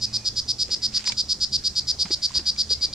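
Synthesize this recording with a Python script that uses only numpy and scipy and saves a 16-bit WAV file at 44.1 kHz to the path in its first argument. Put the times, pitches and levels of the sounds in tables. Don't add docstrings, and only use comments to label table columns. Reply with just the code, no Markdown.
import sys
import numpy as np
from scipy import signal
from scipy.fft import rfft, irfft
from scipy.io import wavfile
from scipy.ndimage import uniform_filter1d

SR = 44100
rng = np.random.default_rng(int(sys.argv[2]) if len(sys.argv) > 2 else 0)


def generate_wav(signal):
    frames = np.transpose(np.atleast_2d(signal))
    scaled = np.clip(frames, -1, 1) * 32767
    pcm = np.round(scaled).astype(np.int16)
    wavfile.write(sys.argv[1], SR, pcm)


def rack_gain(trim_db):
    fader = np.asarray(trim_db, float)
    return 10 ** (fader / 20)


N = 129654

# (frequency [Hz], gain [dB])
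CRACK_COLOUR = [(600, -9), (2500, 0.5), (7500, -1.5), (12000, -36)]


def evened(x):
    return x / np.sqrt(np.mean(x ** 2) + 1e-20)


def read(points, hz):
    f, value = np.transpose(points)
    return np.interp(np.log(hz + 1), np.log(f + 1), value)


def add(mix, s, sound):
    part = mix[..., round(s * SR):][..., :sound.shape[-1]]
    part += sound[..., :part.shape[-1]]


def pan(x, db):
    return x * rack_gain(np.array([[db / 2], [-db / 2]]))


def shape(x, gain):
    return irfft(rfft(x) * gain(np.fft.rfftfreq(x.shape[-1], 1 / SR)), x.shape[-1])


def fuzzy(hz, width_hz):
    r = np.exp(-np.pi * width_hz / SR)
    noise = rng.standard_normal(N + SR) + 1j * rng.standard_normal(N + SR)
    slow = signal.lfilter([1], [1, -2 * r, r * r], noise)[SR:]
    tone = np.exp(2j * np.pi * np.cumsum(hz * np.ones(N)) / SR)
    return evened((tone * (1 + slow / np.std(slow))).real)


def air():
    # (frequency [Hz], density [dB per Hz])
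    spectrum = [(20, -6), (60, -3.5), (300, -11.5), (880, -21), (2800, -25.5), (5000, -12), (7000, -20.5),
                (8500, -28), (10800, -36.5), (15600, -46)]
    # (frequency [Hz], correlation [-1 to 1])
    likeness = [(200, 0.97), (2400, 0.56), (12000, 0.034)]
    # (frequency [Hz], left minus right [dB])
    balance = [(5000, -1.5), (7500, -9), (11000, -2)]
    air_db, patchy_db = -43, 2
    frames, hz = N // 256 + 5, np.fft.rfftfreq(1024, 1 / SR)
    a, b, c, d, patches = rng.standard_normal((frames, 513, 5)).T
    patches = evened(uniform_filter1d(uniform_filter1d(patches, 12, 0), 14, 1))
    same = np.clip(read(likeness, hz), -1, 1)[:, None]
    side = rack_gain(read(balance, hz) / 2)[:, None]
    left = a + 1j * b
    right = same * left + np.sqrt(1 - same ** 2) * (c + 1j * d)
    z = np.array([left * side, right / side])
    z *= rack_gain(read(spectrum, hz)[:, None] + patchy_db * patches)
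    return rack_gain(air_db) * evened(signal.istft(z, nperseg=1024, noverlap=768)[1][:, :N])


def hum():
    # (time [s], pitch [Hz], level [dB])
    engine = [(0, 111, -44.5), (1.099, 120.4, -49.5), (1.401, 130.5, -53.5), (2.94, 130, -56.5)]
    # (pitch [Hz], width [Hz], level at start [dB], level at end [dB])
    drones = [(71.5, 24, -57, -45), (212, 6.9, -52, -58.5)]
    t, (s, hz, db) = np.arange(N) / SR, np.transpose(engine)
    out = rack_gain(np.interp(t, s, db)) * fuzzy(np.interp(t, s, hz), width_hz=12)
    for pitch, width, start_db, end_db in drones:
        out = out + rack_gain(np.linspace(start_db, end_db, N)) * fuzzy(pitch, width)
    return pan(out, -1.85)


def bird():
    # (start [s], length [s], from [Hz], to [Hz], level [dB])
    whistles = [(.065, .2, 2500, 2430, -59), (2.71, 0.23, 2070, 2410, -60.5)]
    out = np.zeros(N)
    for start, length, from_hz, to_hz, db in whistles:
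        u = np.clip((np.arange(N) / SR - start) / length, 0, 1)
        swell = np.sin(np.pi * u) ** 0.06
        out += rack_gain(db) * swell * fuzzy(from_hz + (to_hz - from_hz) * u, width_hz=72)
    return pan(out, -1.3)


def trees(x):
    # (frequency [Hz], time to fall 60 dB [s])
    decay = [(3400, 0.099), (5000, 0.15), (7500, 0.13)]
    same = 0.16
    out, t, size = np.zeros((2, N)), np.arange(N) / SR, SR // 2
    for k in range(3):
        delayed = np.clip(np.arange(size) / 500 - .5, 0, 1)
        taps = rng.standard_normal((2, size)) * (rng.random((2, size)) < .05) * delayed
        taps[1] = same * taps[0] + np.sqrt(1 - same ** 2) * taps[1]
        hz, tt, z = signal.stft(taps, SR, nperseg=128)
        tail = signal.istft(z * rack_gain(-60 * tt / read(decay, hz)[:, None]), SR, nperseg=128)[1]
        tail = tail / np.linalg.norm(tail[0])
        share = np.sqrt(2 / 3) * np.cos(np.pi * (2.427 * t + k / 3))
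        out += signal.fftconvolve(x * share, tail, axes=1)[:, :N]
    return out


def rustle():
    # (start [s], length [s], level [dB])
    clumps = [(0.679, 0.088, -47), (0.92, .22, -43.5), (2.037, 0.07, -49.5), (2.293, 0.12, -47.5)]
    cracks_per_s = 970
    hits = rng.random((2, N)) < cracks_per_s / SR
    strength = rack_gain(5.7 * np.minimum(rng.exponential(1, (2, N)), 4))
    grains = hits * strength * rng.choice([-1, 1], (2, N))
    grains = grains + 2.8 * grains[::-1]
    grains = evened(shape(grains, lambda f: rack_gain(read(CRACK_COLOUR, f))))
    t, gate = np.arange(N) / SR, np.zeros(N)
    for s, length, db in clumps:
        gate += rack_gain(db) * np.sin(np.pi * np.clip((t - s) / length, 0, 1)) ** 0.14
    return pan(gate * grains, -5.5)


def knocks():
    # (time [s], level [dB], pitch [Hz], snap relative to the level [dB])
    knock_list = [(0.69, -36, 491, -11), (2.05, -31, 182.8, -4.5), (2.105, -26.5, 354, -11.5),
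                  (2.391, -33, 352, -8.5), (2.708, -31.5, 454, -11.5), (2.848, -40.5, 380, -12)]
    side_db, cycles = -1.5, 6.77
    snap_hz, snap_t60 = 1450, 0.062
    out, t = np.zeros((2, N)), np.arange(2000) / SR
    for s, db, hz, snap_db in knock_list:
        noise = rng.standard_normal(2000)
        snap = evened(shape(noise, lambda f: f / snap_hz * np.exp(-f / snap_hz)))
        snap = snap * rack_gain(-60 * t / snap_t60)
        add(out, s + 1 / hz, pan(rack_gain(db + snap_db) * snap, side_db))
        u = np.arange(4000) / SR * hz
        thud = 2.86 * u * np.exp(-u * 7 / cycles) * np.sin(2 * np.pi * u)
        add(out, s, pan(rack_gain(db) * thud, side_db))
    return out


def ticks():
    # (time [s], level [dB], ring [Hz], crack relative to the level [dB])
    tick_list = [(1.041, -45, 2560, 15), (1.073, -37, 974, 17), (1.099, -37.5, 925, 5),
                 (1.12, -31, 2335, 10), (2.306, -41.5, 1035, -6), (2.357, -43, 990, -19),
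                 (2.561, -46, 2350, 11)]
    out, t = np.zeros((2, N)), np.arange(2000) / SR
    fall = rack_gain(-60 * t / 0.031) * np.minimum(t / 0.0012, 1)
    for s, db, hz, crack_db in tick_list:
        noise = rng.standard_normal((2, 2000))
        crack = rack_gain(crack_db) * evened(shape(noise, lambda f: rack_gain(read(CRACK_COLOUR, f))))
        ring = 2 * np.sin(2 * np.pi * hz * t)
        add(out, s, rack_gain(db) * fall * pan(ring + crack, -4))
    return out


def click_gaps(length, gaps):
    mean_gap_s, jitter = .00354, 0.025
    count = round(length / mean_gap_s)
    curve = np.interp(np.linspace(0, 1, count), np.linspace(0, 1, len(gaps)), gaps)
    curve = curve * (1 + jitter * rng.standard_normal(count))
    return length * curve / curve.sum()


def sac_click(late_s, level, progress, colour, spread):
    # (frequency [Hz], width [Hz], level [dB])
    sac = [(3771, 1120, -15), (4897, 467, 0.5), (5830, 1900, -10), (6500, 1340, -20.5), (9650, 1600, -23.5)]
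    soft_hz, brighten, colour_rms_db = 3055, 3.3, 2.0
    hz, width, db = np.transpose(sac)
    main = hz[1]
    t = np.arange(400) / SR
    tt = np.maximum(t - late_s, 0)[:, None]
    colour_db = colour_rms_db * colour * (hz != main)
    colour_db = colour_db + (hz > main) * np.interp(progress, [0, 1], (-0.5, 0))
    bright_db = brighten * level * np.maximum(hz / main - 1, -.1)
    pitch = hz * (np.interp(progress, [0, 1], (1.017, 0.98)) + spread)
    rings = rack_gain(db + colour_db + bright_db) * np.exp(-np.pi * width * tt) * np.sin(2 * np.pi * pitch * tt)
    onset = 1 - np.exp(-np.pi * soft_hz * t)
    return onset ** 2 * (rings @ (-1.) ** np.arange(len(hz)))


def frog():
    # (first click [s], swelling part [s], loud part [s])
    chirps = [(.012, .0185, .023), (.1297, .0188, .0227), (.2464, .0181, .0233), (.3592, .0177, .0245),
              (.4795, .0143, .0248), (.5858, .0207, .0273), (.7054, .017, .0259), (.8198, .0208, .0239),
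              (.936, .0182, .0274), (1.053, .0205, .0228), (1.169, .018, .0256), (1.2862, .0184, .0253),
              (1.4032, .018, .0269), (1.5203, .0199, .0267), (1.6392, .0178, .0251), (1.7545, .0184, .0239),
              (1.8718, .0205, .0228), (1.9885, .0183, .0239), (2.1055, .0178, .0239),
              (2.2201, .0205, .0243), (2.3406, .0182, .0253), (2.456, .0195, .0259), (2.5766, .0192, .0225),
              (2.6937, .0186, .0258), (2.8114, .0214, .0217), (2.9291, .018, .025)]
    swell_gaps = [1.2, .95, 1.0]
    loud_gaps = [1.16, 1.14, .97, .72]
    trailing = [.0553, .8667, 1.0983, 1.2148, 1.3321, 2.0326, 2.5035, 2.6206, 2.8566]
    # (time [s], level [dB])
    effort = [(0, -12), (1.45, -10), (2.94, -10)]
    start_db, turn_db, end_db = -16.5, -2, -3
    click_spread_db, trailing_db, sac_spread = .3, -5, .006
    out = np.zeros(N + SR // 10)
    for start, swell, loud in chirps:
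        at = np.cumsum(np.r_[0, click_gaps(swell, swell_gaps), click_gaps(loud, loud_gaps)])
        rise = start_db + (turn_db - start_db) * np.sin(np.pi / 2 * np.minimum(at / swell, 1))
        u = np.maximum(at - swell, 0) / loud
        level = rise - turn_db * np.minimum(3 * u, 1) + end_db * u ** 5
        level = level + click_spread_db * rng.standard_normal(len(at))
        extra = [s - start for s in trailing if start < s < start + 2 * (swell + loud)]
        at, level = np.r_[at, extra], np.r_[level, np.full(len(extra), trailing_db)]
        colour = rng.standard_normal(5)
        chirp_pitch = rng.standard_normal()
        effort_db = np.interp(start, *np.transpose(effort))
        for s, click_db in zip(at, level):
            spread = sac_spread * (rng.standard_normal() + chirp_pitch)
            late_s = (start + s) % (1 / SR)
            click = sac_click(late_s, click_db, start * SR / N, colour, spread)
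            add(out, start + s - .0005, 2 * rack_gain(effort_db + click_db) * click)
    band = signal.butter(N=5, Wn=[3300, 10190], btype="band", fs=SR, output="sos")
    return signal.sosfilt(band, out)


def heard(x):
    # (frequency [Hz], left minus right [dB])
    port_balance = [(3500, -5.5), (4800, -2), (6200, 1), (7500, -22), (10000, -10)]
    # (time [s], left [dB], right [dB])
    near_echo = [(2.1, -17.5, -20.5), (2.62, -2, -3.5)]
    left_lag_s, turning_db = .000025, (1, 2)
    echo_s, echo_hz, echo_width_hz = .00062, 4810, 500
    trees_db = -12

    def port(k):
        return shape(x, lambda f: rack_gain(k * read(port_balance, f) / 2) * np.exp(-1j * k * np.pi * f * left_lag_s))

    direct = np.array([port(1), port(-1)])[:, :N]
    direct = direct * rack_gain(np.array([[.5], [-.5]]) * np.linspace(*turning_db, N))
    out, (s, *db) = direct.copy(), np.transpose(near_echo)
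    ring = signal.iirpeak(echo_hz, echo_hz / echo_width_hz, SR)
    echo = signal.lfilter(*ring, signal.lfilter(*ring, direct))
    echo_db = np.array([np.interp(np.arange(N) / SR, s, d) for d in db])
    add(out, echo_s, echo * rack_gain(echo_db))
    return out + rack_gain(trees_db) * trees(direct)


def scene():
    near = rustle() + knocks() + ticks()
    near = near + rack_gain(-20) * trees(near)
    return air() + hum() + bird() + near + heard(frog())


def band_limit(x):
    return signal.sosfilt(signal.butter(12, 15700, fs=SR, output="sos"), x)


def record(dry):
    fade = np.minimum(np.arange(N)[::-1] / (.003 * SR), 1)
    return band_limit(dry * fade)


dry = scene()
out = record(dry)
generate_wav(out)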